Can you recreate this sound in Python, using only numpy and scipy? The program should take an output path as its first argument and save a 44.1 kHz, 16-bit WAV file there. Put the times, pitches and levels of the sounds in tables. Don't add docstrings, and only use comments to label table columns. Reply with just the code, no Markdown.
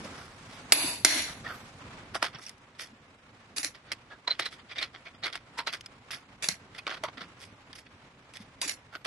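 import sys
import numpy as np
from scipy import signal
from scipy.fft import rfft, irfft
from scipy.io import wavfile
from scipy.ndimage import uniform_filter1d

SR = 44100
rng = np.random.default_rng(int(sys.argv[2]) if len(sys.argv) > 2 else 0)


def wrap_up_sound(samples):
    columns = np.atleast_2d(samples).T
    tamed = np.clip(columns, -1, 1)
    steps = np.round(tamed * 32767).astype(np.int16)
    wavfile.write(sys.argv[1], SR, steps)


def natural_amplitude(level_db):
    exponent = np.asarray(level_db, float) / 20
    return 10 ** exponent


N = 399546
TIME = np.arange(N) / SR


def rms_one(x):
    return x / np.sqrt(np.mean(x ** 2) + 1e-20)


def at_hz(points, hz):
    table_hz, value = np.transpose(points)
    return np.interp(np.log(hz), np.log(table_hz), value)


def drift(rate_hz):
    r = np.exp(-80 * np.pi * rate_hz / SR)
    white = rng.standard_normal(N // 40 + 2002)
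    slow = signal.lfilter([1], [1, -2 * r, r * r], white)[2000:]
    return np.interp(np.arange(N) / 40, np.arange(len(slow)), rms_one(slow))


# pitch_hz, likeness (1 = same)
PORT_LIKENESS = [(60, 1), (170, 1), (510, 1), (1470, 0.19), (4260, -0.2), (12400, 0.85)]


def stereo_noise(spectrum, direct):
    hz = np.maximum(np.fft.rfftfreq(N, 1 / SR), 10)
    alike = np.clip(direct + (1 - direct) * at_hz(PORT_LIKENESS, hz), 0, .975)
    mid, side = rfft(rng.standard_normal((2, N))) * natural_amplitude(at_hz(spectrum, hz))
    both = np.sqrt(1 + alike) * mid + np.sqrt(1 - alike) * side * [[1], [-1]]
    return rms_one(irfft(both, N))


def resonance(x, hz, width_hz):
    r = np.exp(-np.pi * np.clip(width_hz, 60, 2000) / SR)
    feedback = [1, -2 * r * np.cos(2 * np.pi * hz / SR), r * r]
    return signal.lfilter([(1 - r * r) / 2, 0, (r * r - 1) / 2], feedback, x)


def body(envelopes, modes, bands, direct, bed_db, touch_db, grain_db):
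    grit = stereo_noise([(20, 0), (20000, 0)], direct) * natural_amplitude(grain_db * drift(300))
    out = 0
    for envelope, (low, high) in zip(envelopes, bands):
        mine = [mode for mode in modes if low <= mode[0] < high]
        sos = signal.butter(4, [low, high], "band", fs=SR, output="sos")
        force = signal.sosfilt(sos, grit * envelope + 1e-18)
        top_db = max(db for hz, width, db in mine)
        bed_power = natural_amplitude(2 * bed_db) * (high - low)
        mode_power = sum(np.pi / 2 * width * natural_amplitude(2 * (db - top_db)) for hz, width, db in mine)
        band = natural_amplitude(bed_db) * force
        for k, (hz, width, db) in enumerate(mine):
            push = force * natural_amplitude(db - top_db + touch_db * drift(31))
            band += (-1) ** k * resonance(push, hz, width)
        out = out + band * np.sqrt(SR / 2 / (bed_power + mode_power))
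    return out


def rise_and_fall(smear_ms):
    return 0.96 * smear_ms, 4 + 0.92 * smear_ms


def swell(s, rise_ms, fall_ms):
    near = slice(max(round((s - .1) * SR), 0), round((s + .3) * SR))
    ms = (TIME[near] - s) * 1000
    ramp = np.clip(1 + ms / (1.81 * max(rise_ms, .2)), 0, 1)
    return near, ramp * natural_amplitude(-10 * np.maximum(ms, 0) / max(fall_ms, .8))


def wavering(hz, time, phases):
    spread = np.clip(hz / 6000, 0, 1) * phases[1] * np.array([[-1], [1]])
    return np.sqrt(2) * np.sin(2 * np.pi * (hz * time + phases[0]) + spread)


# time_s, level_db
AIR_LEVEL = [(0, -45), (.3, -52), (.42, -50.5), (.55, -50), (1.4, -44), (1.7, -53), (1.95, -48.5),
             (2.15, -54.5), (2.6, -59.5), (6.65, -57.5), (7.2, -55.5), (7.5, -57.5), (9.06, -59.5)]
# pitch_hz, level_db (per Hz)
HUM_COLOUR = [(15, -47), (25, -15.5), (113, -1), (169, -5.5), (283, -5), (321, -11.5), (374, -9.5),
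              (700, -27), (910, -57), (1540, -120)]
# pitch_hz, level_db (per Hz)
HISS_COLOUR = [(290, -15.5), (500, -0.5), (580, -2), (1060, 0), (1760, -3), (2300, -3.5), (2890, -7),
               (8290, -21), (11500, -29), (12600, -49.5), (16400, -69), (22000, -120)]
HUM_DB, DUCK_HUM_DB, DUCK_HISS_DB, DUCK_S = -2, -4, -8.5, 0.57
NEAR_TREBLE_DB, FAST_FROM_S = -3, 1.8


def air():
    level_db = np.interp(TIME, *np.transpose(AIR_LEVEL))
    ducked = 0
    for clack in CLACKS:
        age = TIME - clack[0]
        ducked = ducked + (age > 0) * np.clip(2 - age / DUCK_S * 2, 0, 1)
    hum_db = level_db + HUM_DB + DUCK_HUM_DB * ducked + 2.2 * drift(16)
    hum = stereo_noise(HUM_COLOUR, direct=.01) * natural_amplitude(hum_db)
    hiss_db = level_db + DUCK_HISS_DB * ducked + 1.8 * drift(32)
    hiss = stereo_noise(HISS_COLOUR, direct=0.02) * natural_amplitude(hiss_db)
    treble = signal.sosfilt(signal.butter(2, 4000, "high", fs=SR, output="sos"), hiss)
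    hiss = hiss + natural_amplitude(NEAR_TREBLE_DB) * treble * (TIME < FAST_FROM_S)
    return (hum + hiss) * natural_amplitude([[-.6], [.6]])


# start_s, peak_db, pitch_hz
BUMPS = [(0.047, -40, 213), (2.347, -45, 137), (2.927, -47, 243), (6.429, -51, 153), (6.485, -39.5, 169),
         (3.59, -46, 290), (3.65, -45, 300), (6.52, -47, 200), (7.176, -44.5, 255), (7.213, -47, 194),
         (8.401, -43, 208), (8.658, -43, 297)]


def bumps():
    out = np.zeros(N)
    for s, peak_db, hz in BUMPS:
        age = np.maximum(TIME - s, 0)
        shape = age / 0.0046 * np.exp(1 - age / 0.0052)
        out += natural_amplitude(peak_db) * shape * np.sin(2 * np.pi * hz * age)
    return out


# start_s, level_db, brightness_db, smear_ms
THUDS = [(.049, -56, 1, 15), (.21, -54.5, -3.5, 89), (1.296, -47.5, -11, 31), (1.45, -45.5, -24, 9.2),
         (1.47, -45, -33, 12), (1.488, -61, -3, 12), (1.511, -46, -16, 43), (2.149, -39.5, -8, 10),
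         (2.154, -32, -5.5, 8.3), (2.178, -56, -2, 11), (2.2265, -26, -3.5, 0.88), (2.391, -54, -4, 10),
         (4.123, -50.5, -31, 19), (7.084, -45, -27, 7.3), (8.939, -53, -15, 21), (9.06, -35.5, -22, 9.2)]
# start_s, level_db, brightness_db, smear_ms
KNOCKS = [(2.244, -31.5, -9.5, 19.6), (2.35, -44, -28, 17), (3.912, -52.5, -28, 39), (4.278, -30, -28, 7),
          (4.312, -41.5, -28, 8.8), (4.397, -27.5, -10.5, 6.3), (4.407, -47, -12, 17),
          (4.952, -45, -28, 15), (5.054, -45, -25, 3), (5.072, -45, -25, 12), (5.15, -52, -22, 8),
          (5.23, -43.5, -26, 7.1), (5.264, -34.5, -16, 19.7), (5.59, -35, -8.5, 13.2), (5.6, -39, -21, 13),
          (6.162, -52.5, -1, 24), (6.749, -45, -14, 6), (6.765, -50, -14, 10), (6.868, -27, -27, 1.3),
          (6.878, -34, -22, 7), (6.914, -36.5, -22, 24), (6.945, -43, -14, 14), (6.97, -46, -17, 7.9),
          (7.037, -26.5, -8.5, 2.3), (7.048, -36, -13, 12), (7.181, -40.5, -24, 9.8),
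          (7.22, -39, -20.5, 14.8), (8.953, -35, -22.5, 3.6)]
# start_s, level_db, brightness_db, smear_ms
CHINKS = [(1.326, -41, -12, 3), (2.262, -32, -17, 10.8), (2.58, -60, -2, 2.7), (2.75, -54.5, -17, 2.7),
          (3.755, -50.5, -17, 15), (3.918, -26.5, -9, 2.5), (3.924, -35.5, -8, 8), (4.311, -34.5, -26, 13),
          (4.335, -50, -18, 33), (4.424, -37, -19, 26), (4.462, -31.5, -13, 12), (4.597, -49.5, -28, 10),
          (4.703, -45, -32, 14), (4.72, -43.5, -21, 15), (4.768, -39, -26, 13.4), (4.789, -34, -19, 14),
          (4.829, -31, -17.5, 16.7), (5.242, -30.5, -24, 10), (5.28, -40, -20, 8), (5.328, -34.5, -12, 3.9),
          (5.334, -42, -16, 7.8), (5.348, -44, -17, 18), (5.355, -29.5, -8.5, 2.6), (5.672, -30.5, -18, 2),
          (5.682, -31.5, -18, 15.6), (5.739, -34.5, -9, 14.2), (6.787, -41, -13.5, 9),
          (7.73, -42, -17, 4.1), (7.865, -48.5, -25, 4.8), (8.415, -53, -6, 15), (9.051, -33, -11, 6.5)]
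# start_s, level_db, brightness_db, smear_ms
TICKS = [(.552, -53, -8, 70), (2.418, -51, -9, 4.9), (2.433, -50.5, 0, 22), (2.465, -51, 3, 2.4),
         (2.482, -50.5, -3, 27), (2.494, -41, -1, 1.1), (2.794, -33.5, -14, 1.1), (2.813, -46.5, -17, 23),
         (2.823, -42, -2.5, 27), (4.53, -46.5, -8.5, 18), (5.373, -47, -13, 10), (5.809, -43.5, -1, 1.1),
         (5.861, -37, -7, 1.3), (6.108, -35, -2.5, 2), (6.117, -38, -4, 9), (6.139, -40, -6, 19),
         (6.877, -28, -22, 1.4), (7.425, -49, -3, 24.6), (7.438, -47, -8, 11), (7.451, -50, 0, 4.3),
         (7.759, -45.5, -3, 8.9), (7.789, -48.5, -2, 12.4), (8.337, -45, -3.5, 2.8), (8.36, -47, -6, 19),
         (8.37, -39.5, -5, 2.1)]
LOW_SHARE_DB = {"wrench": -12, "thud": 3.5, "knock": -2.5, "chink": -8.5, "tick": -10.5}


def burst_envelopes(kinds, blur_ms):
    power = np.zeros((3, N))
    for kind, rows in kinds.items():
        for s, level_db, bright_db, smear_ms in rows:
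            rise_ms, fall_ms = rise_and_fall(smear_ms)
            near, shape = swell(s, rise_ms - blur_ms, fall_ms - blur_ms / 2)
            shares_db = np.array([[LOW_SHARE_DB[kind]], [0], [bright_db]])
            power[:, near] += (natural_amplitude(level_db + shares_db) * shape) ** 2
    return np.sqrt(power)


# start_s, tail_db, crack_lag_s, crack_db, brightness_db
FAST_CLACKS = [
    (3.5628, -37, 0.02, -25, 1),
    (3.630, -37.5, 0.016, -27, 1),
    (6.4238, -34.5, 0.019, -27, -2),
    (6.4862, -38, 0.0007, -15.5, -2),
    (8.6147, -34, 0.00056, -28, 0),
    (8.6756, -37.5, 0.0195, -26, 1),
]
CRACK_FALL_MS, TAIL_SAG_DB_PER_S, TAIL_HOLD_S, TAIL_FALL_DB_PER_S = 1.7, 75, 0.039, 391


def fast_clacks(rows):
    power = np.zeros((3, N))
    for s, tail_db, lag, crack_db, bright_db in rows:
        age = TIME - s
        dying_db = TAIL_FALL_DB_PER_S * np.maximum(age - TAIL_HOLD_S, 0)
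        tail = (age > 0) * natural_amplitude(tail_db - TAIL_SAG_DB_PER_S * abs(age) - dying_db)
        near, shape = swell(s + lag, 0.2, CRACK_FALL_MS)
        tail[near] += natural_amplitude(crack_db) * shape
        power += (natural_amplitude([[LOW_SHARE_DB["wrench"]], [0], [bright_db]]) * tail) ** 2
    return np.sqrt(power)


# pitch_hz, width_hz, level_db
SOCKET_MODES = [(680, 90, -7), (980, 200, 1), (1380, 260, 0), (1950, 240, -5), (2600, 300, 2.5),
                (3370, 200, -6), (4080, 300, -2), (5200, 500, -3), (7100, 600, -7), (11700, 150, -11)]
# from_hz, to_hz
SOCKET_BANDS = [(300, 1700), (1700, 4700), (4700, 12400)]


def handling():
    kinds = {"thud": THUDS, "knock": KNOCKS, "chink": CHINKS, "tick": TICKS}
    touches = burst_envelopes(kinds, blur_ms=2.7)
    both = body(touches, SOCKET_MODES, SOCKET_BANDS, direct=.5, bed_db=-5.5, touch_db=2.4, grain_db=3.2)
    for k, modes in enumerate(ROOM_COLOURS):
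        blows = fast_clacks(FAST_CLACKS[k::2])
        both = both + body(blows, modes, WRENCH_BANDS, direct=.2, bed_db=-4, touch_db=2, grain_db=1.8)
    return both * natural_amplitude([[-1.1], [1.1]])


# start_s, peak_db, pitch_hz
SNAPS = [(.7212, -4, 3500), (1.0473, -4, 5700), (.732, -19, 4500), (.7365, -19, 5500), (6.138, -30, 1600),
         (2.226, -10, 1370), (2.243, -18, 1860), (3.581, -17.5, 4430), (3.646, -17, 4750),
         (3.917, -19, 1870), (4.279, -27, 4120), (4.396, -14.5, 1340), (4.783, -29, 3680),
         (4.828, -25, 4570), (5.238, -30, 4100), (5.354, -20, 1490), (5.589, -19.5, 1390),
         (5.673, -24, 4100), (5.809, -31, 2950), (5.86, -31, 4930), (6.106, -26, 1540), (6.443, -25, 4700),
         (6.486, -14.5, 5570), (6.867, -19.5, 2230), (6.877, -19, 1000), (6.904, -27, 3500),
         (6.948, -29, 2500), (6.913, -24, 1380), (7.037, -18, 900), (8.615, -23, 3200), (8.634, -27, 2700),
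         (8.695, -24, 6300), (8.952, -24, 1500)]
SNAP_FALL_MS, SNAP_DB, SNAP_EDGE_DB = 0.66, -1.5, -6


def snaps():
    out, edge = np.zeros(N), np.zeros(N)
    for onset, peak_db, hz in SNAPS:
        s = onset + .0006
        near, shape = swell(s, .2, SNAP_FALL_MS)
        turn = 2 * np.pi * hz * (TIME[near] - s)
        ring = 0.84 * np.sin(turn) + 0.35 * np.sin(1.665 * turn)
        out[near] += natural_amplitude(peak_db + SNAP_DB) * shape * ring
        edge[round(s * SR)] = natural_amplitude(peak_db + SNAP_EDGE_DB) * 2
    edge_band = signal.butter(2, [600, 6500], "band", fs=SR, output="sos")
    edge = signal.sosfilt(edge_band, edge + 1e-18)
    return (out + edge) * natural_amplitude([[-1.1], [1.1]])


# start_s, pitch_hz, level_db, smear_ms
RINGS = [(0.051, 592, -42.5, 7.6), (1.467, 1842, -39, 7.2), (2.153, 1422, -51, 3.7), (2.2259, 1365, -28, 2),
         (3.6, 10630, -43, 25), (4.278, 4000, -26.5, 1.9), (4.281, 1000, -38, 7), (4.307, 4080, -29, 3.9),
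         (4.315, 4060, -27.5, 5.1), (4.396, 1335, -39.5, 1.8), (4.789, 3780, -34.5, 4.1),
         (4.831, 4210, -34, 4.7), (5.243, 4048, -36, 9.1), (5.27, 2210, -40, 8.3), (8.632, 2630, -47, 3),
         (5.596, 950, -40, 16), (5.594, 4091, -36.5, 3.2), (5.735, 11700, -54, 14), (5.862, 4990, -46, 1.6),
         (6.46, 10680, -45, 16), (7.04, 620, -33, 4), (7.042, 1280, -35, 4), (7.056, 990, -41, 12),
         (8.63, 4760, -43, 14), (8.619, 11100, -41, 6), (8.953, 1450, -42, 7), (8.97, 11700, -60, 30),
         (4.72, 2350, -45, 6), (5.07, 2300, -47, 9), (8.617, 3900, -36, 1.5), (1.55, 11720, -50, 60),
         (4.125, 1655, -49, 11.6), (4.799, 2300, -41.5, 15), (6.79, 2520, -44.5, 5.5), (2.154, 702, -44, 4),
         (4.462, 4070, -38, 10), (4.424, 4050, -39, 5), (6.488, 2050, -35, 1), (6.435, 2350, -45, 10),
         (5.678, 4110, -39.5, 9.1), (8.628, 1040, -41, 4), (2.349, 5430, -47, 1.5),
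         (2.387, 5500, -52.5, 1.6), (2.464, 5550, -39, 0.71), (2.493, 5240, -45, 1)]
# pitch_hz, level_db, fall_ms (per 10 dB)
STRUCK = [
    [(950, -30, 3), (1720, -25, 2), (2290, -24, 3), (2860, -21, 4), (3686, -13, 1.5), (4450, -20, 5),
     (5300, -14, 2), (7840, -21.5, 4), (11100, -16, 12)],
    [(1550, -23, 3), (2050, -21, 3), (3270, -24, 4), (4091, -22, 4), (4950, -22, 4), (5900, -13, 2),
     (9300, -22.5, 2.5), (10430, -16, 1)],
]
BOOM_HZ, BOOM_DELAY_S, BOOM_DB, BOOM_SMEAR_MS = 296.4, 0.126, -38, 10.5


def rings():
    out = np.zeros((2, N))
    booms = [(clack[0] + BOOM_DELAY_S, BOOM_HZ, BOOM_DB, BOOM_SMEAR_MS) for clack in CLACKS]
    tones = [(s, hz, db, *rise_and_fall(smear_ms)) for s, hz, db, smear_ms in booms + RINGS]
    for clack, modes in zip(CLACKS, STRUCK):
        tones += [(clack[0] + .0007, hz, db, .3, fall_ms) for hz, db, fall_ms in modes]
    for s, hz, level_db, rise_ms, fall_ms in tones:
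        chance = rng.random(8)
        near, shape = swell(s, rise_ms, fall_ms)
        spread_hz = min(.07 * hz, 220)
        cluster = wavering(hz, TIME[near], chance[:2])
        cluster += .7 * wavering(hz - 25 - spread_hz * chance[6], TIME[near], chance[2:4])
        cluster += .7 * wavering(hz + 25 + spread_hz * chance[7], TIME[near], chance[4:6])
        out[:, near] += natural_amplitude(level_db + 0.5) * shape * cluster
    return out * natural_amplitude([[-1.1], [1.1]])


# start_s, peak_db, high_share_db, limiter_hold_s, held_room_db
CLACKS = [
    (0.7210, -6, -1.5, 0.18, -29),
    (1.0473, -6.5, 3, 0.15, -27.5),
]
# pitch_hz, width_hz, level_db
WRENCH_MODES = [(620, 60, -8), (985, 70, -2), (1500, 300, -7), (2250, 320, -2), (2750, 160, -4),
                (3450, 250, -5), (4350, 450, 0), (4800, 220, -2), (5750, 300, -3), (6400, 160, -6),
                (7400, 350, -6), (8050, 150, -5), (8860, 250, -6), (9850, 250, -6), (10900, 500, -2)]
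# from_hz, to_hz
WRENCH_BANDS = [(300, 1700), (1700, 5500), (5500, 12400)]
# pitch_hz, width_hz, level_db
ROOM_COLOURS = [
    [(650, 68, -11), (965, 70, 0), (2420, 450, -5), (3100, 400, -4), (3600, 250, -5), (4400, 400, 0),
     (4720, 250, 0), (5400, 200, -5), (6300, 100, -11), (7660, 200, -6), (7920, 120, -5.5), (8500, 250, -8),
     (10300, 400, -7), (11000, 450, 1)],
    [(610, 60, -8), (954, 90, -2), (1690, 200, -3), (2100, 380, -.5), (3450, 450, 0), (4250, 350, 1),
     (5650, 490, -1), (6600, 110, -1), (6900, 520, -8), (9100, 350, -4), (9950, 300, -3), (10600, 120, -7),
     (11100, 220, -3)],
]
# pitch_hz, break_over_db, reset_db, extra_loss_db_per_s
HANDLE = [(10627, -8, -19, 8.5), (11178, -8, -21, 12), (10645, -10, -21, 10), (11140, -12, -22, 10),
          (10896, -18, -28, 10), (4730, -20, -30, 5.5), (2520, -24, -30.5, 10), (287.4, -20, -19, 6),
          (325.5, -24, -22, 10.5), (11560, -40, -22, 40.5), (11714, -39.5, -20.5, 41),
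          (4445, -16.5, -29.5, 5), (3497, -29.5, -22, 9.5), (4145, -29, -20, 9.5), (4300, -22, -21, 9.5),
          (2100, -30, -22, 15)]
CLACK_LOW_DB, ROOM_DB_PER_S = -10, 131.5


def clacks():
    crack, wash, handle = np.zeros((3, N)), np.zeros((2, N)), np.zeros((2, N))
    for turn, ((s, peak_db, high_db, hold, room_db), modes) in enumerate(zip(CLACKS, ROOM_COLOURS)):
        age = TIME - s - .0004
        on = age > 0
        after = np.maximum(age, 0)
        shares = natural_amplitude([[CLACK_LOW_DB], [0], [high_db]])
        direct_and_echoes = natural_amplitude(-3300 * after) + natural_amplitude(-16.5 - 520 * after)
        crack += shares * on * natural_amplitude(peak_db - 5.5) * direct_and_echoes
        knee = .02 * np.logaddexp(0, (after - hold) / .02)
        held = on * natural_amplitude(room_db - 16 * after - ROOM_DB_PER_S * knee)
        room = natural_amplitude([[-10], [0], [-2.5]]) * held
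        wash += body(room, modes, WRENCH_BANDS, direct=.1, bed_db=-13, touch_db=1.5, grain_db=.8)
        blow = 1 + 2.0 * natural_amplitude(-900 * after)
        for hz, *levels_db, loss_db in HANDLE:
            unsteady = natural_amplitude(2.6 * np.array([drift(14), drift(41)]))
            ring = natural_amplitude(levels_db[turn] - loss_db * after) * held * blow
            handle += ring * unsteady * wavering(hz, age, [.1, 1.3])
    snap = body(crack, WRENCH_MODES, WRENCH_BANDS, direct=.85, bed_db=-1, touch_db=1, grain_db=1)
    return snap * natural_amplitude([[-1.1], [1.1]]) + wash + handle


def scene():
    return clacks() + rings() + handling() + snaps() + bumps() + air()


def treble_gaps(x):
    hz, frames, cells = signal.stft(x, SR, nperseg=1024)
    chance = rng.standard_normal((65, len(frames)))
    chance = uniform_filter1d(chance, size=5, axis=1) * np.sqrt(5)
    bands = np.sum(abs(cells[:, :512]) ** 2, axis=0).reshape(64, 8, -1).sum(axis=1) + 1e-20
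    band_db = 10 * np.log10(uniform_filter1d(bands, size=5, axis=1))
    chance[:64] -= .2 * (band_db - uniform_filter1d(band_db, size=5, axis=0))
    chance = np.repeat(chance, 8, axis=0)[:len(hz)]
    bar_hz = [1500, 3500, 6500, 10000, 10500, 11250, 11600]
    bar = np.interp(hz, bar_hz, [6, 2.1, 1.05, .2, 1.2, 1.2, -.6])
    power = np.sum(abs(cells) ** 2, axis=(0, 1)) + 1e-20
    attack = np.maximum(power, np.roll(power, -1)) > 8 * np.roll(power, 1)
    kept = np.where((chance > bar[:, None]) & ~attack, .006, 1)
    return signal.istft(cells * kept, SR, nperseg=1024)[1][:, :N]


def band_limit(x):
    return signal.sosfilt(signal.butter(12, 12960, fs=SR, output="sos"), x)


def record(dry):
    x = np.array([np.roll(dry[0], 1), dry[1]])
    top_cut = signal.cheby2(10, 60, 13410, fs=SR, output="sos")
    for stage in range(2):
        x = signal.sosfilt(top_cut, np.clip(x, -.72, .72))
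    return band_limit(treble_gaps(x))


dry = scene()
out = record(dry)
wrap_up_sound(out)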